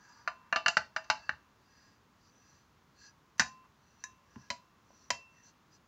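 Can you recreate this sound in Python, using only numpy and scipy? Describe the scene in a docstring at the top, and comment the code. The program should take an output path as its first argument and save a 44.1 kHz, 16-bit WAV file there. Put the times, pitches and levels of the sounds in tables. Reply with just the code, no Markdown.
"""In a small, quiet room, a flat ceramic lid rests on the rim of a tureen as a hand brushes powder off it.
The lid first rocks and knocks on the rim, later clinks against it: decaying modes of both pieces,
with a crack and a clatter of dense modes. Between the blows powder rasps softly over the glaze: noise
grains through resonances. The palm rubs and bumps the lid; a diffuse tail follows each blow and bump."""
import sys
import numpy as np
from scipy import signal
from scipy.fft import rfft, irfft, next_fast_len
from scipy.io import wavfile
from scipy.ndimage import map_coordinates

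SR = 44100
rng = np.random.default_rng(int(sys.argv[2]) if len(sys.argv) > 2 else 0)


def master_out(mix):
    """Clip the mix to full scale and print it as 16-bit PCM to the path in sys.argv[1]."""
    frames = np.transpose(np.atleast_2d(mix))
    ceiling = np.clip(frames, -1, 1)
    pcm = np.round(ceiling * 32767).astype(np.int16)
    wavfile.write(sys.argv[1], SR, pcm)


N = 259024
T = np.arange(SR) / SR  # one second of time (s)
HZ = np.fft.rfftfreq(SR, 1 / SR)

# Steady background spectrum: hz, level_db
BACKGROUND_COLOUR = [(15, -37), (28, -13.5), (60, -3.5), (125, -4), (230, -5.5), (320, -10.5), (620, -15.5),
                     (780, -14.5), (1050, -8.5), (1600, -16), (2500, -21.5), (6800, -27), (8200, -38.5),
                     (13800, -38), (15200, -32)]

# Finger strokes through the powder: fastest_s, length_s, rasp_db, rasp_focus_hz, lid_hum_db
STROKES = [(0.078, 0.12, -70.5, 6600, -64), (0.183, 0.16, -67.5, 4700, -74.5),
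           (1.222, 0.21, -65.5, 4550, -63), (1.842, 0.2, -69.5, 5000, -70.5),
           (2.271, 0.071, -70, 4860, -83.5), (2.51, 0.21, -69, 6120, -75.5),
           (3.06, 0.078, -58.5, 4680, -62.5), (3.921, 0.13, -75.5, 4240, -80), (4.032, .06, -70, 5680, -75),
           (4.427, 0.15, -70, 5500, -70), (5.02, 0.14, -67, 5720, -80), (5.388, 0.077, -72.5, 6050, -69.5),
           (5.477, 0.055, -61.5, 6080, -77), (5.753, 0.042, -67, 5100, -77)]
# Palm sliding on the bare lid: fastest_s, length_s, level_db
RUBS = [(0.186, 0.26, -64.5), (.47, .25, -67), (1.243, 0.34, -67), (1.477, 0.1, -76.5),
        (3.652, 0.024, -64.5), (4.41, 0.13, -73)]
# Excitation spectrum of the powder: hz, level_db
POWDER_COLOUR = [(600, -24), (1500, -7), (2700, -8.5), (3500, -8.5), (4400, -2), (6300, -0.5), (7400, -4.5),
                 (8000, -20.5), (10000, -28.5), (15000, -39)]
# Resonances that the grains excite: centre_hz, width_hz, level_db
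RASP_MODES = [(2770, 6, 7.5), (4257, 50, 1), (4600, 81, -1.5), (4900, 57, 0), (5470, 110, -8),
              (5908, 95, 6.5), (6355, 55, -12), (7330, 50, -5)]
# The lid's main notes, woken by the fingers: centre_hz, width_hz, level_db
HUM_MODES = [(1656, 35, 8.5), (1860, 100, -4.5), (2670, 25, 10)]
# The lid's low notes, woken by the palm: centre_hz, width_hz, level_db
SKIN_MODES = [(965, 63, 3.5), (1170, 91, -2), (1405, 140, -12.5)]

# Contacts of lid and rim, a short one a bright clink, a long one a dull knock: start_s, level_db, contact_ms,
# clatter_db (re ring), lid_db and tureen_db (re rim knock), bending_db (how much the place favours bending),
# low_note_db and high_note_db (re level), looseness (the grip's factor on t60)
BLOWS = [(.276, -31, 0.31, -7.5, -4.5, -10.5, 1.5, -19, -29.5, 0.84),
         (0.5262, -27, .42, -4.5, -1, -12, 2.5, -38, -33, 0.87),
         (.56, -27.5, 0.25, -4, -11.5, -12.5, -3.5, -35, -26.5, 1.25),
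         (.6609, -24, 0.29, -7.5, -8.5, -25, -0.5, -39, -34.5, 0.75),
         (.682, -26, 0.14, -6, -13, -17, -1.5, -37.5, -29, 0.88),
         (0.7695, -22.5, 0.18, -0.5, -10.5, -20.5, 3, -38.5, -40, 0.64),
         (0.963, -31.5, 0.24, -3.5, -11.5, -12, 2, -28.5, -28, .95),
         (1.042, -59.5, .22, -5.5, 0, -20, -5, -33, -12, 1.1),
         (1.1004, -24.5, .21, -0.5, -10, -7.5, -1.5, -41, -32, 0.93),
         (1.2925, -30, 0.3, -2.5, -4, -35, 4, -43, -52, 0.59),
         (3.381, -58.5, .07, -2.5, 7, -9, -8.5, -20, -30.5, 3),
         (3.396, -22, .12, 1.5, 8, -3.5, 4.5, -23, -36.5, 1.24),
         (3.42, -36.5, 0.32, -9.5, 11, -11, -0.5, -32, -38, 0.39),
         (4.0392, -41.5, 0.12, -13, 29, -24, -2, -13.5, -22, 0.72),
         (4.359, -60, .4, -11, -20, -9, -2, 0, -22, 0.42),
         (4.503, -34.5, 0.12, -4, -21, 17, -8.5, -28.5, -35, 1.18),
         (4.9038, -64, 1.8, -4, 4, 6, -1, -3.5, -34.5, 0.58),
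         (5.1043, -29, 0.12, -5, 8, 14.5, -7, -26.5, -16.5, 0.82)]
# In the modal tables t60_s holds for looseness 1.
# Lid pressed on the rim, damped by the hand: hz, level_db, t60_s
RIM_MODES = [(641.5, -12, 0.18), (672.6, -11.5, 0.12), (724.5, -12.5, .08), (854, -11, 0.093),
             (858, -10, 0.13), (1189.5, 1.5, 0.07), (1375, -4, 0.077), (1503, 6.5, 0.023), (1657, 3, 0.042),
             (1779, 4.5, 0.028), (2282, -10, 0.067), (2706, -7, 0.06), (2762, 0, .09), (3001, -15, 0.12),
             (3698, -21.5, 0.11), (4270, -2.5, 0.038), (4620, -10, 0.06), (4900, -8, 0.099),
             (6180, -11, 0.049), (7340, -21, .15), (8400, -36.5, 0.056), (10600, -44, .07)]
# Lid ringing freely: hz, level_db, t60_s
LID_MODES = [(1025, -11.5, 0.12), (1595, -0.5, 0.032), (1660, -7, 0.051), (1720, -0.5, 0.089),
             (1780, 1.5, 0.047), (2420, -12, .1), (2630, -18, 0.17), (3840, -12, 0.07), (5300, -12, 0.064),
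             (5970, 5.5, 0.035), (6140, -4.5, 0.035), (6620, -12.5, 0.088), (6753, -14, 0.11),
             (7250, -15, 0.079), (10200, -38, 0.05), (11300, -42.5, .05)]
# Tureen: hz, level_db, t60_s
TUREEN_MODES = [(570, -8, 0.046), (673.4, -14, 0.091), (977.6, -4, 0.16), (1100, -3.5, 0.042),
                (1993, 8, 0.025), (2523, -1, 0.036), (3080, -10.5, 0.07), (4072, -17.5, 0.081),
                (4060, -7, 0.035), (4500, -30, 0.064), (4950, -5.5, 0.034), (5750, -14, 0.047),
                (6200, -14, 0.055), (6750, -20, 0.051), (11440, -40, 0.037)]
# Spectrum of the dense short modes: hz, level_db
CLATTER_COLOUR = [(25, -41.5), (80, -17), (230, -12.5), (330, -27.5), (480, -24.5), (680, -9.5),
                  (1000, -12.5), (1600, 1.5), (2200, -7.5), (2900, -13), (3400, -20.5), (4500, -11.5),
                  (5500, -13.5), (7200, -20), (7900, -32), (11000, -54), (15500, -54)]
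# Bare glaze snapping at the lid's edge: hz, level_db
SNAP_COLOUR = [(1000, -30), (5000, -12), (7500, 0), (9000, -5.5), (12000, -8.5), (15500, -8.5)]
# Radiation of the ceramic towards the microphone: hz, gain_db
RADIATION = [(100, -3), (400, 0.5), (800, 2.5), (1600, .5), (2700, 1.5), (4300, 5), (6300, 4.5), (9000, 10),
             (15000, 13.5)]
# Reverberation time of the room: hz, t60_s
ROOM_DECAY = [(100, 0.35), (600, .29), (1500, 0.18), (5000, 0.24), (8000, 0.21), (14000, 0.21)]

# Pushes of the hand on the lid: start_s, level_db, push_ms
BUMPS = [(.772, -57.5, 9), (1.317, -58, 12), (3.398, -43.5, 4), (4.3622, -47.5, 1.5), (4.385, -61, 3.1),
         (4.503, -52.5, 1.8), (5.105, -55, 7.5)]
# The lid's weight on its support: hz, level_db, t60_s
SUPPORT_MODES = [(80, -12, 0.12), (128, -12.5, .16), (180, -8, 0.051), (227, 5.5, 0.048),
                 (390, -12.5, 0.071)]

SWELL_SHARE, STROKE_ROUNDNESS = 0.63, 2.18  # part of a stroke speeding up; 1 = pointed, 2 = bell-shaped
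FOCUS_WIDTH_HZ, FOCUS_DB = 350, 7  # finger speed and pressure favour one region of the rasp
LOW_NOTE, HIGH_NOTE = (1034, 0.73), (2692, 0.8)  # the two lasting notes: hz, t60_s
HAND_RESTS_S = 3.66  # the palm comes down and stops the lasting notes
BENDING_HZ, BENDING_OCTAVES = 1550, 0.51  # centre and half width of the main bending modes
SNAP_DB, SNAP_T60_S = -26.5, .045  # level re the free lid's ring
LEVEL_S = .02  # a blow's or bump's level is its rms over this time
TOP_HZ = 15700  # upper band limit


def amp(db):
    """Logarithmic level: decibels become an amplitude ratio."""
    return 10 ** (np.asarray(db) / 20)


def unit(x):
    """Normalization: the signal is scaled to rms 1."""
    return x / np.sqrt(np.mean(x ** 2) + 1e-20)


def along(points, hz):
    """Interpolation: (Hz, value) points are read on a logarithmic frequency axis."""
    f, v = np.transpose(points)
    return np.interp(np.log(hz + 1), np.log(f + 1), v)


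def filtered(x, response):
    """Linear filtering: the spectrum is multiplied by a response of frequency."""
    m = next_fast_len(len(x) + SR // 4)
    spectrum = rfft(x, m) * response(np.fft.rfftfreq(m, 1 / SR))
    return irfft(spectrum, m)[:len(x)]


def fade(t, t60):
    """Exponential damping: the amplitude falls by 60 dB in t60 seconds."""
    return np.exp(-np.log(1000) * t / t60)


def add(track, s, sound):
    """Superposition: a sound is mixed in at time s."""
    i = round(s * SR)
    track[i:i + len(sound)] += sound[:N - i]


def quiet_home():
    """Stationary noise: random pressure with a fixed colour gives a steady, mostly low background."""
    noise = rng.standard_normal(N)
    return amp(-67.0) * unit(filtered(noise, lambda hz: amp(along(BACKGROUND_COLOUR, hz))))


def sweep(s, length):
    """Asymmetric motion: start time and speed of a hand that swells to its peak at s, then stops more quickly."""
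    start = max(s - .5, 0)
    t = start + T - s
    side = length * np.where(t < 0, SWELL_SHARE, 1 - SWELL_SHARE)
    return start, np.exp(-.45 * abs(t / side) ** STROKE_ROUNDNESS)


def catching(rate, depth_db):
    """Stick-slip friction: fingers catch and slip, a gain that wavers smoothly through rate knots a second."""
    knots = rng.standard_normal(size=128)
    return amp(depth_db * map_coordinates(knots, [T * rate], mode='mirror'))


def resonances(modes, hz, scatter_db):
    """Modal superposition: resonators add up, their strengths varying with the place that is touched."""
    total = 0
    for centre, width, db in modes:
        strength = amp(db + scatter_db * rng.standard_normal())
        damping = 1j * hz * width
        total = total + strength * damping / (centre * centre - hz * hz + damping)
    return total


def grains(response, spiky_db):
    """Granular friction: a second of tiny uneven contacts is heard through a response; rms 1."""
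    contacts = rng.standard_normal(SR) * amp(spiky_db * rng.standard_normal(SR))
    return unit(irfft(response * rfft(contacts)))


def brushing():
    """Friction excitation: powder and skin dragged over the glaze wake resonances in a mix that shifts with travel."""
    out = np.zeros(N)
    powder = amp(along(POWDER_COLOUR, HZ))
    # Skin excites mainly the middle of the range.
    skin = amp(along([(500, -11), (950, -5.5), (1800, -0.5), (3000, -11), (8000, -48.0)], HZ))

    def rasp_at_one_place(focus):
        """Local coupling: direct grain noise joins the resonances as excited at one place."""
        surface = amp(-15.5) + resonances(RASP_MODES, HZ, scatter_db=3.5)
        return grains(powder * focus * surface, spiky_db=4.0)

    for s, length, rasp_db, rasp_hz, hum_db in STROKES:
        start, speed = sweep(s, length)
        travel = np.pi / 2 * np.cumsum(speed) / speed.sum()  # a quarter turn: early place to late place
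        focus = amp(FOCUS_DB * np.exp(-((HZ - rasp_hz) / FOCUS_WIDTH_HZ) ** 2))
        early = rasp_at_one_place(focus)
        late = rasp_at_one_place(focus)
        rasp = np.cos(travel) * early + np.sin(travel) * late
        hum = grains(skin * resonances(HUM_MODES, HZ, scatter_db=5.0), spiky_db=0.5)
        stroke = amp(rasp_db) * rasp + amp(hum_db) * hum
        add(out, start, speed * catching(rate=34.6, depth_db=0.24) * stroke)
    for s, length, db in RUBS:
        start, speed = sweep(s, length)
        rub = grains(skin * resonances(SKIN_MODES, HZ, scatter_db=0), spiky_db=4.0)
        add(out, start, speed * amp(db) * rub)
    return out


def causal(points):
    """Minimum phase: folding the cepstrum gives the given (Hz, dB) colour a causal response."""
    cepstrum = irfft(np.log(amp(along(points, HZ))))
    cepstrum[1:SR // 2] *= 2
    cepstrum[SR // 2 + 1:] = 0
    return np.exp(rfft(cepstrum))


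def ring(modes, scatter_db, loose):
    """Free vibration: struck modes, rms 1; the shifting grip alters strength, damping and, slightly, pitch."""
    hz, db, t60 = np.transpose(modes)[:, :, None]
    t = T[:SR // 4]
    size = amp(db + scatter_db * rng.standard_normal(hz.shape)) * rng.choice([-1, 1], hz.shape)
    hz = hz * (1 + .002 * rng.standard_normal(hz.shape))
    vibration = (size * np.sin(2 * np.pi * hz * t) * fade(t, t60 * loose)).sum(0)
    return unit(np.pad(vibration, (0, SR - len(t))))


def burst(response, t60):
    """High modal density: modes too dense to tell apart are coloured noise that dies away; rms 1."""
    return unit(irfft(response * rfft(rng.standard_normal(SR) * fade(T, t60))))


def touch(ms):
    """Contact duration: a contact lasting this long barely excites what vibrates much faster."""
    u = HZ * ms / 1000  # cycles per contact
    return 1 / ((1 + 1j * u) * (1 - u * u + 1j * u))


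def room(wet_db, build):
    """Reverberation: the direct path plus a diffuse tail that builds up (build in s) as the walls answer."""
    hz, t, z = signal.stft(rng.standard_normal(SR // 2), SR, nperseg=256)
    decay = fade(t, along(ROOM_DECAY, hz)[:, None])
    tail = signal.istft(z * decay, SR, nperseg=256)[1][:SR // 2]
    tail *= 1 - np.exp(-(T[:SR // 2] / build) ** 2)
    return 1 + amp(wet_db) * rfft(tail / np.linalg.norm(tail), SR)


def at_level(spectrum, db):
    """Level calibration: the rms at the start of an impact sound is brought to db."""
    sound = irfft(spectrum)
    return amp(db) * sound / np.sqrt(np.mean(sound[:round(LEVEL_S * SR)] ** 2))


def blows():
    """Impact excitation: each contact gives a short crack, a clatter of dense modes, and ringing lid and tureen."""
    out = np.zeros(N)
    colour, radiation, glaze = causal(CLATTER_COLOUR), causal(RADIATION), causal(SNAP_COLOUR)
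    crack = unit(irfft(colour * causal([(1800, 1), (4000, -15.5), (9000, -5)])))  # duller than the clatter
    spread = 1 - np.exp(-T / 0.0002)  # bending waves take a moment to fill the piece
    bending = np.exp(-(np.log2((HZ + 1) / BENDING_HZ) / BENDING_OCTAVES) ** 2)
    for s, db, contact_ms, clatter_db, lid_db, tureen_db, bending_db, low_db, high_db, loose in BLOWS:
        rim = ring(RIM_MODES, scatter_db=3.5, loose=loose)
        lid = ring(LID_MODES, scatter_db=0, loose=loose) + amp(SNAP_DB) * burst(glaze, SNAP_T60_S)
        tureen = ring(TUREEN_MODES, scatter_db=1.0, loose=loose)
        modes = unit(rim + amp(lid_db) * lid + amp(tureen_db) * tureen)
        clatter = spread * burst(colour, t60=.05 * loose) + amp(-6) * crack
        strike = spread * modes + amp(clatter_db) * clatter
        place = causal(np.c_[HZ, bending_db * bending])
        radiated = rfft(strike) * touch(contact_ms) * place * radiation
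        add(out, s, at_level(radiated * room(wet_db=-12.0, build=.006), db))

        # The resting palm damps the lasting notes of the blows before it.
        free = fade(np.maximum(s + T - HAND_RESTS_S, 0), t60=0.075) if s < HAND_RESTS_S else 1
        for (hz, t60), note_db in (LOW_NOTE, low_db), (HIGH_NOTE, high_db):
            note = np.sin(2 * np.pi * hz * T) * fade(T, t60 * loose)
            add(out, s, amp(db + note_db) * note * spread * free)
    return out


def bumps():
    """Mass on a compliant support: soft pushes rock the lid for a few low cycles, the deeper the slower the push."""
    out = np.zeros(N)
    for s, db, push_ms in BUMPS:
        push = ring(SUPPORT_MODES, scatter_db=1.0, loose=0.85) * (1 - np.exp(-T / 0.0067))
        add(out, s, at_level(rfft(push) * touch(push_ms) * room(wet_db=-13.5, build=0.013), db))
    return out


def scene():
    """Linear superposition: lid, tureen, powder and background add up at one close microphone."""
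    return (blows() + bumps() + brushing() + quiet_home())[None]


def record(dry):
    """Band limitation: the deepest bass is thinned and almost nothing above TOP_HZ is kept."""
    dry = signal.lfilter(*signal.butter(2, 42, 'highpass', fs=SR), dry)

    def band_limit(hz):
        """Low-pass filtering: the gain falls very steeply above TOP_HZ."""
        return 1 / np.sqrt(1 + (hz / TOP_HZ) ** 160)

    return np.array([filtered(channel, band_limit) for channel in dry])


dry = scene()
out = record(dry)
master_out(out)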